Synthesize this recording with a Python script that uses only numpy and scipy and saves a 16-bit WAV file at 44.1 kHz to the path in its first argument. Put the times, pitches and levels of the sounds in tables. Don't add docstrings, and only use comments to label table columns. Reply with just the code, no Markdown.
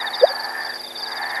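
import sys
import numpy as np
from scipy import signal
from scipy.fft import rfft, irfft
from scipy.io import wavfile
from scipy.ndimage import uniform_filter1d

SR = 44100
rng = np.random.default_rng(int(sys.argv[2]) if len(sys.argv) > 2 else 0)


def generate_wav(signal):
    frames = np.transpose(np.atleast_2d(signal))
    scaled = np.clip(frames, -1, 1) * 32767
    pcm = np.round(scaled).astype(np.int16)
    wavfile.write(sys.argv[1], SR, pcm)


N = 61739


def undb(db):
    return 10 ** (np.asarray(db) / 20)


def unit(x):
    return x / np.sqrt(np.mean(x ** 2) + 1e-20)


def colour(x, points):
    hz, db = np.array(points, float).T
    bins_hz = np.maximum(np.fft.rfftfreq(N, 1 / SR), 1)
    gain = undb(np.interp(np.log(bins_hz), np.log(hz), db))
    return unit(irfft(rfft(x) * gain, N))


def resonate(x, hz, width_hz):
    b, a = signal.iirpeak(hz, hz / width_hz, fs=SR)
    return unit(signal.lfilter(b, a, signal.lfilter(b, a, x)))


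def walk(rate_hz):
    hold = max(int(SR / rate_hz), 1)
    steps = np.repeat(rng.standard_normal(N // hold + 1), hold)
    return unit(uniform_filter1d(steps, hold)[:N])


def pulses(rate_hz, jitter, scatter_db, count=400):
    spacing, strength = rng.standard_normal((count, 2)).T
    periods = np.cumsum(np.exp(jitter * spacing)) - rng.random() - .5
    at = (periods / rate_hz * SR).astype(int)
    inside = (at >= 0) & (at < N)
    return np.bincount(at[inside], undb(scatter_db * strength[inside]), N)


def burst(u, length_s, edge):
    return np.maximum(np.cos(np.pi * np.clip(u / length_s, -.5, .5)), 0) ** edge


# (time [s], low croak level [dB], high rattle level [dB], top level [dB], lead frog's pitch [Hz])
CHORUS_COURSE = [(0, -30.5, -38.5, -34, 1810), (.06, -29.5, -28, -38.5, 1770),
                 (0.119, -32.5, -42, -39, 1770), (0.258, -29, -34, -39.5, 1690), (.52, -32, -33, -49, 1765),
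                 (.585, -33, -27.5, -39, 1785), (.64, -32.5, -35, -40, 1765),
                 (.72, -38.5, -30.5, -49, 1773), (.762, -38, -33.5, -53, 1775),
                 (0.784, -44, -47, -73, 1700), (.89, -49.5, -53, -75, 1700),
                 (0.989, -39.5, -45.5, -62, 1690), (1.111, -33.5, -36, -40.5, 1650),
                 (1.232, -30.5, -32, -36, 1770), (1.32, -31, -31, -34, 1790),
                 (1.4, -33.5, -28.5, -34.5, 1765)]
# (register [1 low, 2 high, 3 top], resonance [Hz], width [Hz], pulse rate [Hz], trim [dB])
FROG_VOICES = [(1, 803, 195, 95, -3), (1, 946, 300, 95, -7), (1, 1244, 565, 110, -8.5),
               (2, 1640, 180, 85, -5.5), (3, 1880, 230, 120, -0.5), (3, 2120, 210, 120, -7)]


def frog_chorus(t, frogs_per_voice=4):
    course, out = np.array(CHORUS_COURSE), np.zeros(N)
    for register, hz, width_hz, rate_hz, trim_db in FROG_VOICES:
        trains = sum(pulses(rate_hz, jitter=.2, scatter_db=2.5) for _ in range(frogs_per_voice))
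        level_db = np.interp(t, course[:, 0], course[:, round(register)])
        out += undb(level_db + trim_db) * resonate(trains, hz, width_hz)
    return out


def lead_frog(t, pulse_hz=74.54, ring_s=.0075, trim_db=-1):
    at, _, high_db, _, hz = np.array(CHORUS_COURSE).T
    b, a = signal.butter(2, 1 / (np.pi * ring_s), fs=SR)
    throb = signal.lfilter(b, a, pulses(pulse_hz, jitter=.2, scatter_db=2.5))
    waver = .55 * walk(55)
    phase = 2 * np.pi * np.cumsum(np.interp(t, at, hz)) / SR + waver
    return undb(np.interp(t, at, high_db) + trim_db) * unit(throb * np.sin(phase))


# (peak time [s], starting pitch [Hz], level [dB], swell [s], upward bend [share of pitch])
WHOOPS = [(.2160, 485, -22, .0035, .0), (.2410, 468, -3.9, .0122, .67), (.311, 535, -27, .011, .06)]


def whoops(t, bend_at_s=.0032, bend_s=.0052, fade_share=.72):
    out = np.zeros(N)
    lowpass = signal.butter(2, 350, fs=SR, output="sos")
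    puff = undb(-44) * unit(signal.sosfilt(lowpass, rng.standard_normal(N)))
    husk = undb(-26) * resonate(rng.standard_normal(N), hz=427, width_hz=153)
    for at, hz, db, swell_s, rise in WHOOPS:
        u = t - at
        bend = .5 + .5 * np.tanh((u - bend_at_s) / bend_s / 2)
        pitch = hz * (1 + rise * bend)
        tone = np.sqrt(2) * np.sin(2 * np.pi * np.cumsum(pitch) / SR)
        slope_s = swell_s * np.where(u < 0, 1, fade_share)
        envelope = np.exp(-np.abs(u / slope_s) ** 1.6)
        out += undb(db) * envelope * (tone + puff + husk)
    flutter = 1 + .02 * walk(320)
    return out * flutter


# (centre time [s], pitch [Hz], level [dB])
LOW_CHIRPS = [(0.014, 3703, -28.5), (.078, 3660, -29), (.143, 3698, -27.5), (0.209, 3670, -28),
              (0.277, 3690, -29.5), (.626, 3528, -47.5), (0.674, 3500, -43.5), (0.707, 3790, -45),
              (.732, 3490, -45), (0.787, 3540, -44.5), (0.846, 3634, -41), (0.871, 3610, -37),
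              (.913, 3600, -36), (0.964, 3620, -33.5), (1.013, 3600, -36), (1.066, 3700, -35),
              (1.124, 3680, -36), (1.181, 3660, -36.5), (1.238, 3690, -38.5), (1.307, 3660, -38),
              (1.366, 3730, -37)]
# (centre time [s], pitch [Hz], level [dB])
HIGH_CHIRPS = [(0.024, 4780, -34), (.068, 4570, -34), (.110, 4530, -35), (.155, 4630, -30.5),
               (0.186, 4840, -35.5), (0.205, 4700, -30), (.230, 4810, -31.5), (.253, 4750, -32.5),
               (.278, 4820, -37), (.297, 4804, -31), (0.319, 4564, -29.5), (0.359, 4620, -28.5),
               (0.403, 4530, -30), (.446, 4580, -28), (.498, 4714, -33), (.580, 4824, -40.5),
               (0.607, 4740, -35), (0.628, 4340, -45), (0.658, 4590, -34.5), (.702, 4693, -30.5),
               (.745, 4680, -35), (0.766, 4680, -36), (0.806, 4750, -30.5), (.846, 4780, -32.5),
               (.887, 4810, -38.5), (.959, 4665, -35), (1.003, 4613, -35.5), (1.037, 4698, -28),
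               (1.078, 4740, -35), (1.126, 4716, -32), (1.172, 4740, -31.5), (1.225, 4574, -33.5),
               (1.264, 4580, -32.5), (1.308, 4540, -38.5), (1.35, 4610, -36)]


def insect_chirps(t, table, fall_hz_per_s, steepen, sag_hz_per_s2):
    out, usual_hz = np.zeros(N), np.median(np.array(table)[:, 1])
    flutter, wobble = 1 + .14 * walk(600), .25 * walk(400)
    for at, hz, db in table:
        u = t - at
        fall = fall_hz_per_s * (hz / usual_hz) ** steepen
        pitch = hz - fall * u - sag_hz_per_s2 * u ** 2
        phase = 2 * np.pi * (np.cumsum(pitch) / SR + rng.random())
        out += undb(db) * np.sqrt(3) * burst(u, length_s=.028, edge=.88) * np.sin(phase + wobble)
    return out * flutter


# (centre time [s], level [dB])
RASPS = [(0.152, -35.5), (0.196, -46), (.24, -39), (.295, -38.5), (.41, -41), (0.45, -39), (.533, -47),
         (0.625, -42), (.662, -36.5), (0.757, -35.5), (0.99, -35.5), (1.033, -37), (1.081, -37),
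         (1.12, -41), (1.169, -40), (1.306, -39.5), (1.361, -43.5)]


def crickets(t, pulse_hz=199.4, count=3):
    def wings():
        return sum(pulses(pulse_hz, jitter=.25, scatter_db=2) for _ in range(count))

    effort = sum(undb(db) * burst(t - at, length_s=.033, edge=.17) for at, db in RASPS)
    strokes = wings()
    rasp = effort * undb(1.5) * resonate(strokes, hz=4670, width_hz=1200)
    rasp_band = signal.butter(4, (4534, 5215), "bandpass", fs=SR, output="sos")
    upper = effort * undb(-18.5) * resonate(strokes, hz=5980, width_hz=380)
    near_gain, far_gain = effort * undb(-1.5), undb(-48.5)
    ring = (near_gain + far_gain) * resonate(wings(), hz=4692, width_hz=133)
    return signal.sosfilt(rasp_band, rasp) + upper + ring


HUM_LEVELS = [-66.5, -55, -53, -51.5, -51.5, -55.5, -59, -54.5]
# (frequency [Hz], relative level [dB])
BUZZ_SPECTRUM = [(5000, -43), (7000, -20), (9000, -4), (10000, 1.5), (11400, 7.5), (12000, 3.5),
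                 (12600, -44)]


def mains(t, mains_hz=49.94, first_tick_s=.0064, fizz_s=.0016):
    hum = np.zeros(N)
    for k, db in enumerate(HUM_LEVELS):
        hz = (2 * k + 3) * mains_hz
        hum += undb(db) * np.sqrt(2) * np.sin(2 * np.pi * (hz * t + rng.random()))
    tick_hz = 2 * mains_hz
    from_tick_s = (((t - first_tick_s) * tick_hz + .5) % 1 - .5) / tick_hz
    ticks = unit(np.sinc(from_tick_s * SR / np.sqrt(2)))
    fizz = unit(rng.standard_normal(N) * np.exp(-np.abs(from_tick_s) / fizz_s))
    buzz = colour(ticks + .55 * fizz, BUZZ_SPECTRUM)
    flicker_db = 1.6 * walk(100)
    return hum + undb(-49.5 + flicker_db) * buzz


# (frequency [Hz], relative level [dB])
HISS_SPECTRUM = [(55, -1.5), (110, -3.5), (400, 10.5), (650, 16), (1200, 7.5), (2300, 11), (2750, -1.5),
                 (3750, 7), (5400, 0.5), (6100, -4), (6800, -5), (12500, -5.5)]


def hiss():
    return undb(-41.5) * colour(rng.standard_normal(N), HISS_SPECTRUM)


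def scene():
    t = np.arange(N) / SR
    low = insect_chirps(t, LOW_CHIRPS, fall_hz_per_s=16000, steepen=6.3, sag_hz_per_s2=-250000)
    high = insect_chirps(t, HIGH_CHIRPS, fall_hz_per_s=16500, steepen=-4, sag_hz_per_s2=400000)
    insects = low + high + crickets(t)
    noise_floor = hiss()
    frogs = frog_chorus(t) + lead_frog(t) + whoops(t)
    return (frogs + insects + mains(t) + noise_floor)[None]


def record(dry):
    return signal.sosfiltfilt(signal.ellip(8, .1, 50, 12200, fs=SR, output="sos"), dry)


dry = scene()
out = record(dry)
generate_wav(out)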